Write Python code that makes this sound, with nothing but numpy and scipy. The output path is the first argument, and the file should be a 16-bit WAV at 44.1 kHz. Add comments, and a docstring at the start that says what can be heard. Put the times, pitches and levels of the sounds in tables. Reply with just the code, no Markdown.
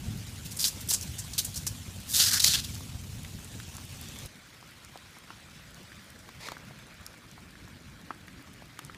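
"""A hand rakes through hailstones on wet ground, then closes on a fistful, very near. Each slip is
an avalanche of tiny cracks ringing the stones and the cupped hand. Rain hisses over a low outdoor
rumble, grains of ice tick, drops plip onto the ice and a faint whistle passes near 4 s.
From 4.3 s on the place is a quieter flower bed, where melt water drips, the grains go on
ticking and something wet slithers briefly."""
import sys
import numpy as np
from scipy import signal
from scipy.fft import rfft, irfft, next_fast_len
from scipy.io import wavfile
from scipy.ndimage import uniform_filter1d

SR = 44100
rng = np.random.default_rng(int(sys.argv[2]) if len(sys.argv) > 2 else 0)


def unload_wav(signal):
    """Save mono or channel-first audio to the path in sys.argv[1] as 16-bit WAV at rate SR, clipped to [-1, 1]."""
    wavfile.write(
        sys.argv[1],
        SR,
        np.round(np.clip(np.atleast_2d(signal).T, -1, 1) * 32767).astype(np.int16),
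    )


N = 395577
MOVE_S, MOVE_FADE_S = 4.275, 0.02  # crossfade from open ground to flower bed


def amp(db):
    """Decibels to gain."""
    return 10 ** (np.asarray(db) / 20)


def unit_rms(x):
    """Scales to rms 1."""
    return x / np.sqrt(np.mean(x ** 2) + 1e-20)


def eq_gain(points, hz):
    """Gain of an EQ curve drawn through (freq_hz, gain_db) points on a log-frequency axis."""
    f, db = np.transpose(points)
    return amp(np.interp(np.log(hz + 1), np.log(f + 1), db))


def add(mix, start_s, sound):
    """Mixes a sound in at start_s."""
    part = mix[max(round(start_s * SR), 0):][:len(sound)]
    part += sound[:len(part)]


def ring(x, gain_at, size=2048):
    """Rings x through a minimum-phase body of unit energy, shaped by gain_at(hz)."""
    gain = unit_rms(gain_at(abs(np.fft.fftfreq(size, 1 / SR)) + 1))
    log_gain = np.log(np.maximum(gain, 1e-5))
    response = np.fft.ifft(np.exp(np.conj(signal.hilbert(log_gain)))).real
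    return signal.fftconvolve(x, response[:size // 2])


def resonance(f, hz, width_hz):
    """Gain of one broad resonance, 1 at its centre."""
    return 1 / np.hypot(1, (f * f - hz * hz) / (f * width_hz))


def cracks(samples, per_s, spread_db):
    """Random clicks of either sign: many small, a few large."""
    chance, size, sign = rng.random((3, samples))
    size_db = spread_db * np.minimum(-np.log(1 - size), 3.5)
    return (chance < per_s / SR) * amp(size_db) * np.sign(sign - .5)


def wander(shape, blur):
    """Smooth random modulation of rms 1; blur is the smoothing width along each axis."""
    field = rng.standard_normal(shape)
    for axis, width in enumerate(blur):
        field = uniform_filter1d(uniform_filter1d(field, width, axis), width, axis)
    return unit_rms(field)


def scatter(from_s, to_s, level_db, spread_db, centre_hz, count):
    """One random hit per equal time slot, across an octave: start_s, level_db, pitch_hz."""
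    when, size, pitch = rng.random((count, 3)).T
    start_s = from_s + (to_s - from_s) * (np.arange(count) + when) / count
    return zip(start_s, level_db + spread_db * (2 * size - 1), centre_hz * 2 ** (pitch - .5))


def ambience(rumble_levels, hiss_levels, eq, rain_top_hz, rumble_trim_db, rain_trim_db, spread_db,
             fizz_trim_db=-1.5, rumble_top_hz=380):
    """Three bands of outdoor air: smooth rumble, a wash of far rain, a fizz of fine drops on ice."""
    t = np.arange(N) / SR
    time_s, *hiss_db = np.transpose(hiss_levels)
    rain, fizz = (amp(np.interp(t, time_s, db)) for db in hiss_db)
    rumble = amp(np.interp(t, *np.transpose(rumble_levels)))
    size = next_fast_len(N)
    f = np.fft.rfftfreq(size, 1 / SR)
    below_rain, below_fizz = (1 / (1 + (f / hz) ** 8) for hz in (rumble_top_hz, rain_top_hz))
    colour = eq_gain(eq, f)

    def band(source, share):
        return unit_rms(irfft(rfft(source) * colour * np.sqrt(share), size)[:N])
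    smooth, wash = rng.standard_normal((2, size))
    drops = unit_rms(cracks(size, per_s=7000, spread_db=spread_db)) + wash
    return (amp(rumble_trim_db) * rumble * band(smooth, below_rain)
            + amp(rain_trim_db) * rain * band(drops, (1 - below_rain) * below_fizz)
            + amp(fizz_trim_db) * fizz * band(drops, 1 - below_fizz))


# Rumble fader on open ground, before trim: time_s, level_db
GROUND_RUMBLE = [(0, -40), (.12, -38.5), (.2, -43), (.7, -45.5), (1.3, -44), (2.7, -43), (3.25, -43.5),
                 (3.6, -47.5), (4.3, -46)]
# Rain and ice-fizz faders on open ground, before trim: time_s, rain_db, fizz_db
GROUND_HISS = [(0, -59.5, -50.5), (.6, -58.5, -48.5), (1.55, -61, -46), (1.9, -60.5, -50),
               (2.7, -59.5, -45.5), (2.95, -61, -51), (3.85, -60.5, -50.5), (4.15, -57, -49.5)]
# Tone of the air on open ground: freq_hz, gain_db
GROUND_EQ = [(15, -48), (25, -18), (69, -3), (91, 0.5), (240, -10.5), (331, -21.5), (509, -27.5),
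             (1240, -30.5), (1340, -30), (1800, -30), (2010, -30.5), (3530, -24.5), (6920, -23),
             (14300, -31.5), (15500, -35)]


def open_ground():
    """Rain and a bright fizz of ice over a deep outdoor rumble."""
    return ambience(GROUND_RUMBLE, GROUND_HISS, GROUND_EQ, rain_top_hz=2500,
                    rumble_trim_db=0.5, rain_trim_db=4.5, spread_db=5.0)


def patchy(x, patch_db=2.18, flicker_db=0.73, gust_db=2.5, gust_hz=200):
    """Rain lands unevenly: patches in time and pitch, a shared flicker, and a lumpy low end."""
    f, _, spectrum = signal.stft(x, SR, nperseg=512)
    patches = wander(spectrum.shape, blur=[3, 4])
    flicker = wander(spectrum.shape[1], blur=[2])
    gusts = wander(spectrum.shape[1], blur=[6])
    low = 1 / (1 + (f[:, None] / gust_hz) ** 4)
    db = patch_db * patches * (1 - low) + flicker_db * flicker + gust_db * low * gusts
    return signal.istft(spectrum * amp(db), SR, nperseg=512)[1][:N]


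def snap(hz, peak_s=0.00056, width_share=0.46, low_cut_share=0.42):
    """A grain of ice snaps: a very short noise burst rings it at hz."""
    t = np.arange(600) / SR
    burst = rng.standard_normal(len(t)) * t / peak_s * np.exp(1 - t / peak_s)
    return ring(burst, lambda f: resonance(f, hz, width_share * hz)
                / np.hypot(1, (low_cut_share * hz / f) ** 3))


# The sharpest snaps of single stones, before the close-up boost: start_s, level_db, pitch_hz
TICKS = [(.268, -42, 5500), (.6125, -31, 5000), (0.642, -24.5, 3900), (0.9375, -22, 7000),
         (1.0115, -34, 6000), (1.3805, -26, 5530), (2.3825, -32, 4100), (2.4445, -15, 4430),
         (2.5362, -20, 4200), (2.6012, -32, 5500), (2.7528, -38.5, 4500), (3.7675, -37.5, 7900),
         (4.8479, -45, 7000), (4.9745, -43.5, 3700), (5.7447, -45, 6260), (6.487, -36, 2970),
         (6.5176, -46, 6670), (7.0642, -33.5, 6540), (7.3138, -46, 6000), (8.7906, -40, 6720),
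         (8.849, -42.5, 8350)]


def ticks(boost_db=3.0):
    """The clear snaps, and the faint prickle of ice thawing all around."""
    out = np.zeros(N)
    for start_s, db, hz in TICKS:
        add(out, start_s, amp(db + boost_db) * snap(hz))
    ground = scatter(0, MOVE_S, level_db=-45.5, spread_db=9.5, centre_hz=8500, count=55)
    bed = scatter(MOVE_S, N / SR, level_db=-53.5, spread_db=6, centre_hz=7900, count=65)
    for start_s, db, hz in [*ground, *bed]:
        add(out, start_s, amp(db) * snap(hz))
    return out


def crunch(length_s, level_db, centre_hz, slope_db_per_octave, hollow_db,
           release_s=0.0068, settle_s=0.044, settle_db=-16, rub_db=-9, clump_db=0.97,
           stone_q=1.15, low_cut_hz=2600, top_hz=15000, clink_db=-3.0, floor_db=-21):
    """One slip: an avalanche of tiny cracks that ring the stones and the hollow of the hand."""
    clink_hz = centre_hz * 2 ** (0.26 * (2 * rng.random() - 1))  # one stone stands out

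    def stones_in_hand(f):
        ratio = f / centre_hz
        ice = ratio * stone_q * resonance(f, centre_hz, centre_hz / stone_q)
        ice *= amp(slope_db_per_octave * np.log2(np.maximum(ratio, 1)))
        ice /= np.hypot(1, (low_cut_hz / f) ** 4)  # small stones radiate little bass
        ice *= 1 + amp(clink_db) * resonance(f, clink_hz, width_hz=400) ** 2
        hollow = amp(hollow_db) * resonance(f, hz=1660, width_hz=740) ** 2  # air in the cupped hand
        return np.sqrt(ice ** 2 + hollow ** 2 + amp(floor_db) ** 2) / np.hypot(1, (f / top_hz) ** 4)
    t = np.arange(SR // 4) / SR
    attack_s = 0.001 + 0.072 * length_s * amp(-25.5 - level_db)  # long, weak slips build up slowly
    after_s = np.maximum(t - length_s, 0)
    trickle = amp(settle_db) * np.exp(-after_s / settle_s)  # loosened stones go on settling
    force = (1 - np.exp(-t / attack_s)) * (np.exp(-after_s / release_s) + trickle)
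    clumps = amp(clump_db * wander(len(t), blur=[90]))  # one crack sets off its neighbours
    grit = unit_rms(cracks(len(t), per_s=3500, spread_db=1.0))
    rub = amp(rub_db) * rng.standard_normal(len(t))
    sound = ring(force * clumps * (grit + rub), stones_in_hand)
    return amp(level_db) * sound * np.sqrt(length_s * SR / np.sum(sound ** 2))


# Slips of the packed stones: start_s, length_s, level_db, centre_hz, slope_db_per_octave
SLIPS = [(0.447, 0.019, -42, 4000, 0), (0.508, .014, -40, 5500, -2), (0.566, 0.0074, -35, 8500, -15),
         (0.587, 0.048, -29.5, 4800, -2.5), (0.64, 0.014, -22.5, 4450, -5),
         (0.654, 0.031, -28.5, 5940, -4.5), (0.804, 0.0095, -39.5, 5000, 1),
         (0.885, 0.019, -28.5, 5500, -0.5), (.901, 0.017, -25, 5000, -3), (.925, 0.024, -25, 6860, -12),
         (1.008, .025, -40, 5600, -3), (1.181, 0.019, -35.5, 6600, -9), (1.332, .005, -34, 5100, -10),
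         (1.379, 0.014, -22.5, 4450, -3), (1.446, .006, -28.5, 7900, -7), (1.541, 0.0037, -36, 4200, -2),
         (1.555, .022, -34, 6040, -6), (1.665, 0.012, -27.5, 6200, -6), (2.076, 0.083, -35.5, 5000, 0.5),
         (2.132, 0.079, -24, 4300, -2), (2.193, 0.017, -20.5, 4330, -10), (2.211, 0.038, -22, 4000, -4.5),
         (2.251, 0.043, -24.5, 4400, -4.5), (2.307, 0.019, -26.5, 4740, -6), (2.33, 0.014, -21, 4800, -4.5),
         (2.347, .034, -27.5, 4850, -6.5), (2.396, 0.0075, -19.5, 4240, -6.5),
         (2.417, 0.035, -27, 5130, -5), (2.44, 0.0038, -13, 4440, -8.5), (2.458, 0.028, -21, 4670, -5.5),
         (2.488, .044, -27, 4400, -7), (2.533, .023, -23.5, 3600, -6.5), (2.561, 0.035, -33.5, 3700, -9),
         (2.636, 0.015, -36.5, 3900, -4.5)]
# Ring of the hand's hollow against the crackle as the fingers close: time_s, hollow_db
CUPPING = [(1.7, -16), (2.2, -8.5), (2.31, 0.5), (2.36, 1.5), (2.4, -19), (2.46, -11.5), (2.53, -5),
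           (2.64, -14)]


def hand():
    """The hand rakes the hailstones and scoops a fistful, slip by slip."""
    out = np.zeros(N)
    for start_s, *slip in SLIPS:
        hollow_db = np.interp(start_s, *np.transpose(CUPPING))
        add(out, start_s, crunch(*slip, hollow_db))
    return out


def drop(hz, splash_db, plip_s=0.00191, thud_hz=300, thud_db=-15.5, spray_trim_db=-7, patter_db=-15.5):
    """A drop lands: a round plip of a few cycles, a soft thud, a bright spray and a little patter."""
    t = np.arange(2048) / SR

    def swell(peak_s):
        return t / peak_s * np.exp(1 - t / peak_s)
    plip = swell(plip_s) ** 14.8 * np.cos(2 * np.pi * hz * (t - plip_s))  # high power: a narrow pulse
    thud = amp(thud_db) * swell(peak_s=0.0026) ** 2 * np.sin(2 * np.pi * thud_hz * t)
    fine, coarse = rng.standard_normal((2, len(t)))
    spray = ring(fine * swell(peak_s=0.0019) ** 2, lambda f: resonance(f, hz=3070, width_hz=2000))
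    patter = ring(coarse * swell(peak_s=0.0028), lambda f: resonance(f, hz, width_hz=0.87 * hz) ** 2)
    splash = amp(splash_db + spray_trim_db) * spray + amp(patter_db) * patter
    return plip + thud + splash[:len(t)]


# Near drops and stones landing on ice, before boost and trim: start_s, level_db, pitch_hz, splash_db
DRIPS = [(0.914, -36, 710, 7), (1.667, -39, 1040, 6.5), (2.806, -41.5, 907, -9), (3.247, -43, 1990, 3),
         (3.599, -37.5, 1680, 1.5), (3.781, -37, 1150, -5), (4.956, -34.5, 900, -16),
         (5.167, -41, 1100, -14), (5.303, -33, 1200, -14), (5.918, -40, 1700, -15), (6.289, -40, 1110, -3),
         (6.485, -29.5, 1290, -8), (6.518, -30.5, 915, -4), (6.567, -37, 1420, -20), (6.708, -42, 660, -12),
         (7.378, -42.5, 880, -18), (7.676, -44, 1160, -10), (8.105, -26, 1140, -27), (8.28, -40, 1780, -4),
         (8.621, -39.5, 756, -15), (8.79, -34.5, 1330, -0.5), (8.896, -35.5, 1440, -22),
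         (8.945, -42.5, 1970, -1.5)]


def drips(boost_db=3):
    """The near drops, stray softer ones, and a blended patter further off in the flower bed."""
    out = np.zeros(N)
    for start_s, db, hz, splash_db in DRIPS:
        add(out, start_s, amp(db + boost_db) * drop(hz, splash_db))
    for start_s, db, hz in scatter(2.7, N / SR, level_db=-42.5, spread_db=3, centre_hz=1430, count=13):
        add(out, start_s, amp(db) * drop(hz, splash_db=-8))
    far = scatter(MOVE_S, N / SR, level_db=-53.5, spread_db=2, centre_hz=1710, count=420)
    for start_s, db, hz in far:
        add(out, start_s, amp(db) * drop(hz, splash_db=-8))
    return out


def whistle(start_s=3.95, length_s=0.31, level_db=-55.0, pitch_hz=3480, width_hz=450):
    """A faint, airy whistle of narrow-band noise swells and fades in the hiss."""
    t = np.arange(N) / SR
    swell = np.sin(np.pi * np.clip((t - start_s) / length_s, 0, 1))
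    airy_tone = ring(rng.standard_normal(N), lambda f: resonance(f, pitch_hz, width_hz) ** 2)
    return amp(level_db) * swell * unit_rms(airy_tone[:N])


# Rumble fader in the flower bed, before trim: time_s, level_db
BED_RUMBLE = [(4.3, -60), (6.2, -57), (8.97, -54.5)]
# Rain and ice-fizz faders in the flower bed, before trim: time_s, rain_db, fizz_db
BED_HISS = [(4.3, -58.5, -56.5), (6.1, -57, -56), (6.7, -55, -57), (7.4, -58, -58.5), (8.55, -58, -58.5),
            (8.97, -57, -58.5)]
# Tone of the air in the flower bed: freq_hz, gain_db
BED_EQ = [(25, -26), (50, -7), (105, -3.5), (175, -5.5), (290, -10.5), (400, -16.5), (560, -14),
          (800, -17.5), (1130, -15.5), (1480, -14), (2350, -20), (2750, -26), (10000, -39), (15500, -45.5)]


def flower_bed():
    """Softer, darker rain with only a little rumble under it."""
    return ambience(BED_RUMBLE, BED_HISS, BED_EQ, rain_top_hz=3290,
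                    rumble_trim_db=2.5, rain_trim_db=-2.0, spread_db=4.0)


# Envelope of the wet slither: time_s, level_db
SLITHER_SWELL = [(6.39, -66), (6.41, -46.5), (6.445, -46.5), (6.468, -40), (6.49, -51), (6.515, -51),
                 (6.56, -64)]
# Tone of the wet slither: freq_hz, gain_db
SLITHER_EQ = [(180, -45), (300, -17), (507, 2), (647, -6), (691, -8), (991, -0.5), (1570, -23), (1760, -2),
              (2210, -0.5), (2970, -11), (4120, -4), (15000, -24)]


def slither():
    """Something wet slides: a swell of fine grains through a few midrange resonances."""
    time_s, level_db = np.transpose(SLITHER_SWELL)
    t = np.arange(time_s[0], time_s[-1], 1 / SR)
    swell = amp(np.interp(t, time_s, level_db))
    grains = unit_rms(cracks(len(t), per_s=4000, spread_db=0.5))
    out = np.zeros(N)
    add(out, time_s[0], ring(swell * grains, lambda f: eq_gain(SLITHER_EQ, f)))
    return out


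def reflections(x, wet_db=-18, decay_s=0.031, predelay_s=0.002):
    """Adds faint early scatter from the ground and nearby things."""
    t = np.arange(4096) / SR
    tail = cracks(len(t), per_s=3000, spread_db=0) * np.exp(-t / decay_s) * (t > predelay_s)
    return x + amp(wet_db) * signal.oaconvolve(x, tail / np.linalg.norm(tail))[:N]


def scene():
    """Open ground gives way to the flower bed; the near sounds lie on top, in mono."""
    crossfade = np.clip((np.arange(N) / SR - MOVE_S) / MOVE_FADE_S + .5, 0, 1)
    background = (1 - crossfade) * open_ground() + crossfade * flower_bed()
    near = reflections(hand() + drips() + ticks() + slither() + whistle())
    return (near + patchy(background))[None]


def record(dry):
    """A steep low-pass takes off the very top of the treble."""
    low_pass = signal.firwin(511, cutoff=15450, window=("kaiser", 9), fs=SR)
    return signal.oaconvolve(dry, low_pass[None], "same")


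dry = scene()
out = record(dry)
unload_wav(out)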